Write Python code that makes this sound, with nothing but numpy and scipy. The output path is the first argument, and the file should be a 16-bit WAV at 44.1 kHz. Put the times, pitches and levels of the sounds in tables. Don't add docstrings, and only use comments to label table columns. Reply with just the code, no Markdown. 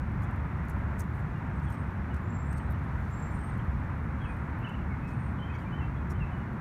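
import sys
import numpy as np
from scipy import signal
from scipy.fft import rfft, irfft, next_fast_len
from scipy.io import wavfile
from scipy.ndimage import uniform_filter1d

SR = 44100
rng = np.random.default_rng(int(sys.argv[2]) if len(sys.argv) > 2 else 0)


def transcribe(signal):
    frames = np.atleast_2d(signal).T
    limited = np.clip(frames, -1, 1)
    pcm = np.round(limited * 32767).astype(np.int16)
    wavfile.write(sys.argv[1], SR, pcm)


def attenuation_scalar(level_db):
    decades = np.asarray(level_db, float) / 20
    return 10 ** decades


N = 291466


def in_time(rows):
    s, *columns = np.transpose(rows)
    return [np.interp(np.arange(N) / SR, s, c) for c in columns]


def rms_one(x):
    return x / np.sqrt(np.mean(x ** 2) + 1e-20)


def drift(size):
    smooth = uniform_filter1d(rng.standard_normal(N), size=size)
    return rms_one(uniform_filter1d(smooth, size=size))


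def coloured(spectrum):
    size = next_fast_len(N)
    table_hz, db = np.transpose(spectrum)
    bin_hz = np.arange(1, size // 2 + 2) * SR / size
    gain = attenuation_scalar(np.interp(np.log(bin_hz), np.log(table_hz), db, left=-200, right=-200))
    return rms_one(irfft(rfft(rng.standard_normal(size)) * gain, size)[:N])


def resonance(x, hz, width_hz):
    r = np.exp(-np.pi * width_hz / SR)
    poles = [1, -2 * r * np.cos(2 * np.pi * hz / SR), r * r]
    return signal.lfilter([(1 - r * r) / 2, 0, (r * r - 1) / 2], poles, x)


def band(x, low_hz, high_hz):
    edges_hz = [low_hz, min(high_hz, 0.45 * SR)]
    return signal.sosfilt(signal.butter(3, edges_hz, "band", fs=SR, output="sos"), x)


def add(out, s, piece):
    at = int(s * SR)
    out[at:at + len(piece)] += piece[:N - at]


def engines():
    # (time [s], level [dB])
    heavy_swell = [(0.0, -34), (0.51, -35.5), (0.92, -37.5), (2.43, -38), (3.07, -35.5), (4.25, -35.5),
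                   (4.41, -39.5), (6.29, -35), (6.6, -47)]
    # (frequency [Hz], density [dB per Hz])
    rumble_spectrum = [(24, -32), (40, -7), (70, 2.5), (135, -3.5), (211, -9.5), (328, -20), (365, -23),
                       (420, -26.5), (520, -33.5), (680, -44), (1140, -120)]
    light_level_db, light_follows_share = -37.5, -0.2
    heavy_db, = in_time(heavy_swell)
    rumble = coloured(rumble_spectrum)
    heavy = signal.sosfiltfilt(signal.butter(2, 110, fs=SR, output="sos"), rumble)
    light_db = light_level_db + light_follows_share * (heavy_db - heavy_db.mean())
    return attenuation_scalar(heavy_db - 1.5) * rms_one(heavy) + attenuation_scalar(light_db) * rms_one(rumble - heavy)


def tyre_roar():
    # (frequency [Hz], density [dB per Hz])
    roar_spectrum = [(260, -41), (440, -7), (534, -4.5), (644, -5), (698, -3), (757, -3.5), (942, 0.5),
                     (1070, -1.5), (1400, -2), (2020, -8), (2430, -15), (3050, -26.5), (3960, -46),
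                     (6710, -120)]
    level_db, fade_db_per_s, patchy_db = -44.5, 0.13, 0.63
    track_db = level_db - fade_db_per_s * np.arange(N) / SR + patchy_db * drift(size=4000)
    return attenuation_scalar(track_db) * coloured(roar_spectrum)


def motor_drones():
    # (frequency [Hz], width [Hz], level [dB])
    motors = [
        (69.4, 15, -43.5),
        (140.2, 7, -48),
        (361.7, 4.5, -60.5),
    ]
    out = np.zeros(N)
    for hz, width_hz, db in motors:
        once = resonance(rng.standard_normal(N), hz, width_hz)
        out += attenuation_scalar(db) * rms_one(resonance(once, hz, width_hz))
    return out


def snaps():
    # (time [s], peak above 9 kHz [dB], part under 9 kHz re peak [dB])
    fractures = [(.1194, -64, -8), (.2219, -54, -12), (.3107, -61, -15), (.3606, -58, -18),
                 (.6529, -62, -11), (0.6846, -51, -11), (.6983, -46, -19), (0.9957, -37, -23),
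                 (1.0394, -58, -10), (1.1932, -57, -16), (1.3798, -62, -12), (1.5988, -59, -9),
                 (1.7035, -50.5, -16), (1.7245, -55, -11), (1.7439, -54, -15), (1.9101, -62, -11),
                 (2.1435, -58, -3), (2.1644, -63, 0), (2.529, -60, -2), (2.576, -58, -12),
                 (2.7087, -51, -22), (2.722, -48, -28), (3.2231, -61, -6), (3.5778, -55, -18),
                 (3.6476, -62, -14), (4.368, -60, -11), (4.5885, -59, -17), (4.6927, -59, -12),
                 (5.0779, -63, -6), (6.108, -53, -5)]
    decay_s = 0.002
    out, t = np.zeros(N), np.arange(round(0.02 * SR)) / SR
    for s, db, low_db in fractures:
        burst = rng.standard_normal((2, len(t))) * np.exp(-t / decay_s)
        bright = band(burst[0], 9600, 14900)
        dull = band(burst[1], 3400, 8600)
        snap = attenuation_scalar(db - 0.5) * bright / np.max(abs(bright))
        snap += attenuation_scalar(db + low_db + 9.5) * dull / np.max(abs(dull))
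        add(out, s - 0.0003, snap)
    return out


def crunches():
    # (time [s], length [s], lowest frequency [Hz], level [dB])
    broad_sprays = [(0.227, 0.028, 5500, -68), (0.693, 0.027, 5500, -66), (.765, .04, 11500, -81),
                    (0.981, .018, 5600, -66), (0.989, 0.037, 5200, -57), (1.0, 0.012, 5500, -51.5),
                    (1.132, .05, 8000, -76), (1.195, .025, 7000, -75), (1.625, .039, 6000, -74),
                    (1.69, .07, 5500, -73), (2.134, 0.057, 4000, -73), (2.524, .018, 5000, -65),
                    (2.57, 0.024, 4000, -64), (2.7, 0.038, 12000, -69), (2.98, .6, 4000, -79),
                    (3.432, .05, 10000, -79), (4.582, .03, 11500, -79), (4.687, .02, 6000, -73),
                    (5.076, 0.054, 4500, -73), (5.543, .02, 9000, -77), (5.58, .073, 4300, -76),
                    (6.097, 0.033, 5800, -63), (6.372, .03, 9000, -81)]
    # (time [s], centre frequency [Hz], level [dB])
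    pebbles = [(1.735, 5400, -75), (2.572, 4400, -73), (2.593, 2920, -64), (2.74, 2900, -68),
               (3.59, 3000, -64), (5.075, 5350, -74), (5.54, 4620, -72), (5.544, 5750, -74),
               (5.545, 6750, -76), (5.075, 8000, -77), (5.583, 4600, -73), (6.101, 5540, -65)]
    # (frequency [Hz], width [Hz], level [dB])
    shell_modes = [
        (6500, 1200, 3),
        (8900, 800, 5),
        (11500, 1100, -7),
    ]
    top_hz, least_span = 13700, 1.5
    pebble_s, pebble_width = 0.024, 0.056
    grains_per_s = 7000.0
    out, size = np.zeros(N), int(0.6 * SR)
    wide = [(s, length_s, low_hz, max(top_hz, least_span * low_hz), db)
            for s, length_s, low_hz, db in broad_sprays]
    narrow = [(s, pebble_s, hz * (1 - pebble_width), hz * (1 + pebble_width), db)
              for s, hz, db in pebbles]
    for s, length_s, low_hz, high_hz, db in wide + narrow:
        clumps = attenuation_scalar(2.6 * rms_one(uniform_filter1d(rng.standard_normal(size), size=200)))
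        grains = attenuation_scalar(3.3 * np.minimum(rng.exponential(1, size), 4))
        grains *= rng.choice([-1, 1], size)
        grains *= rng.random(size) < grains_per_s / SR
        u = np.clip(np.arange(size) / (length_s * SR), 0, 1)
        grains *= clumps * np.sin(np.pi * u ** 0.54) ** 0.46
        struck = rng.integers(0, len(shell_modes), size)
        ringing = np.zeros(size)
        for k, (hz, width_hz, ring_db) in enumerate(shell_modes):
            ringing += attenuation_scalar(ring_db - 1.5) * resonance(grains * (struck == k), hz, width_hz)
        spray = band(ringing + signal.lfilter([0.6], [1, -0.4], grains), low_hz, high_hz)
        add(out, s, attenuation_scalar(db) * spray / np.sqrt(np.sum(spray ** 2) / (length_s * SR)))
    return out


def grit(per_s, db):
    ticks = attenuation_scalar(4.0 * np.minimum(rng.exponential(1, N), 4)) * (rng.random(N) < per_s / SR)
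    dealt = rng.integers(0, 10, N)
    out = np.zeros(N)
    for k, hz in enumerate(np.geomspace(2800, 14500, num=10)):
        out += resonance(ticks * (dealt == k) + 1e-18, hz, 0.12 * hz)
    return attenuation_scalar(db) * out


def whistle(hz, db, waver):
    tremble = rms_one(uniform_filter1d(rng.standard_normal(len(hz)), size=260))
    phase = 2 * np.pi * np.cumsum(hz * (1 + waver * tremble)) / SR
    return np.sqrt(2) * attenuation_scalar(db) * np.sin(phase)


def slurs(notes, waver):
    out = np.zeros(N)
    for s, length_s, from_hz, to_hz, db in notes:
        u = np.linspace(0, 1, int(length_s * SR))
        add(out, s, np.sin(np.pi * u) ** 0.74 * whistle(from_hz + (to_hz - from_hz) * u, db, waver))
    return out


def lisping_bird():
    # (time [s], length [s], from [Hz], to [Hz], level [dB])
    graces = [
        (1.53, .06, 8150, 8200, -77.5),
        (1.62, 0.069, 8700, 8550, -75),
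        (2.44, 0.046, 8850, 8840, -75),
        (2.225, .07, 7050, 7320, -77),
        (2.64, .09, 8330, 8300, -80),
        (3.09, .08, 7080, 7150, -75),
        (3.3, .07, 8900, 8900, -70),
        (3.38, 0.12, 8300, 8300, -76),
        (4.02, .04, 8800, 8850, -81),
    ]
    # (time [s], length [s], from [Hz], to [Hz], level [dB])
    sees = [
        (1.647, 0.21, 8570, 8540, -73.5),
        (2.28, .23, 7400, 7540, -69),
        (2.46, 0.18, 8500, 8290, -67),
        (3.102, 0.25, 7430, 7540, -64),
        (3.331, .22, 8530, 8480, -66),
        (4.188, 0.28, 8750, 8780, -75),
        (5.087, 0.23, 8820, 8600, -74),
    ]
    peak_share, hold_share = 0.32, 0.67
    rise_db, sag_db, fall_db, flutter_depth_db = 9, 4, 18, 4.5
    out = slurs(graces, waver=0.0047)
    flutter_db = flutter_depth_db * drift(size=300)
    for s, length_s, from_hz, to_hz, db in sees:
        u = np.linspace(0, 1, int(length_s * SR))
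        swell_db = np.interp(u, [0, peak_share, hold_share, 1], [-rise_db, 0, -sag_db, -fall_db])
        ends = np.clip(np.minimum(u, 1 - u) * length_s / 0.015, 0, 1)
        level_db = db + swell_db + flutter_db[int(s * SR):][:len(u)]
        add(out, s, ends * whistle(from_hz + (to_hz - from_hz) * u, level_db, waver=0.0091))
    return out


def thrush():
    # (time [s], length [s], from [Hz], to [Hz], level [dB])
    carol = [(4.2, 0.059, 3280, 3290, -59.5), (4.236, 0.025, 3130, 2880, -59),
             (4.25, .026, 2640, 2550, -53), (4.27, .067, 2546, 2410, -56), (4.9, 0.054, 2250, 2110, -50),
             (4.955, 0.05, 2160, 2170, -60), (5.015, 0.11, 2560, 2530, -55.5),
             (5.385, .03, 2960, 3140, -58), (5.41, .04, 2950, 3190, -53.5),
             (5.545, 0.023, 2300, 2150, -50.5), (5.49, 0.039, 2460, 2570, -52.5),
             (5.655, .037, 2350, 2410, -52.5), (5.718, 0.052, 2990, 3090, -54),
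             (5.785, 0.021, 3070, 2930, -54), (5.805, 0.048, 2740, 2700, -53.5),
             (5.955, .033, 3420, 3300, -67), (6.2, 0.055, 2780, 2540, -49), (6.31, 0.067, 3020, 2900, -62)]
    # (time [s], pitch [Hz], level [dB])
    chips = [(.23, 3390, -71), (.37, 3335, -74), (1.35, 2800, -62), (1.66, 3330, -66), (1.675, 3100, -66),
             (2.1, 2925, -61), (2.66, 3985, -77), (2.7, 3730, -74), (3.4, 3075, -69), (5.372, 3340, -71),
             (5.525, 3365, -67), (5.61, 2900, -66), (5.83, 3040, -66), (5.87, 2730, -69), (5.99, 2510, -61),
             (6.145, 3050, -63), (6.4, 2910, -64)]
    # (time [s], centre [Hz], swing [Hz], rate [swings per s], level [dB])
    warbles = [
        (4.604, 2827, 135, 21., -49),
        (5.42, 3160, 70, 25, -61),
    ]
    chip_s, chip_drop_hz = 0.034, 40
    warble_s, rise_s, fade_db, flutter_db = 0.25, 0.039, 23, 4
    dip_share = 0.7
    falling = [(s, chip_s, hz + chip_drop_hz, hz - chip_drop_hz, db) for s, hz, db in chips]
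    out = slurs(carol + falling, waver=0.0089)
    t, flutter = np.arange(int(warble_s * SR)) / SR, drift(size=500)
    for s, hz, swing_hz, per_s, db in warbles:
        turn = 2 * np.pi * per_s * t
        ends = np.clip(np.minimum(t / rise_s, (warble_s - t) / 0.01), 0, 1)
        shape = ends * (1 - dip_share * np.sin(turn) ** 2)
        level_db = db - fade_db * (t / warble_s) ** 2.6
        level_db = level_db + flutter_db * flutter[int(s * SR):][:len(t)]
        add(out, s, shape * whistle(hz + swing_hz * np.cos(turn), level_db, waver=0.011))
    return out


def trees(x, echo_db):
    t60_s, first_echo_s = 0.35, 0.004
    t = np.arange(round(0.5 * SR)) / SR
    cloud = rng.standard_normal(len(t)) * attenuation_scalar(-60 * t / t60_s) * (t > first_echo_s)
    return x + attenuation_scalar(echo_db) * signal.fftconvolve(x, cloud / np.linalg.norm(cloud))[:N]


def leaves_and_hiss():
    # (frequency [Hz], density [dB per Hz])
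    air_spectrum = [(2600, -20), (3300, 4.5), (3900, 1.5), (4600, -2.5), (5000, -6), (5500, -3), (7000, -7),
                    (8500, -8), (9700, -8), (10500, -12), (11500, -10), (14000, -12), (15800, -15),
                    (17000, -31)]
    # (time [s], level [dB])
    breeze = [(0, 0), (1, 0.5), (2.5, 0), (3.1, 2), (4, 0), (6.6, -.5)]
    level_db = -72
    return attenuation_scalar(level_db + in_time(breeze)[0]) * coloured(air_spectrum)


def scene():
    traffic = engines() + tyre_roar() + motor_drones()
    squirrel = snaps() + crunches() + grit(per_s=40.0, db=-54.0)
    birds = trees(lisping_bird(), echo_db=-4.0) + trees(thrush(), echo_db=-6.0)
    return (traffic + squirrel + birds + leaves_and_hiss())[None]


def top_cut(x):
    return signal.sosfilt(signal.butter(12, 15830, fs=SR, output="sos"), x)


def record(dry):
    # (frequency [Hz], width [Hz], share removed)
    port_notch = (10260, 630, 0.33)
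    hz, width_hz, share = port_notch
    heard = dry - share * resonance(dry, hz, width_hz)
    ceiling = 0.25
    return top_cut(ceiling * np.tanh(heard / ceiling))


dry = scene()
out = record(dry)
transcribe(out)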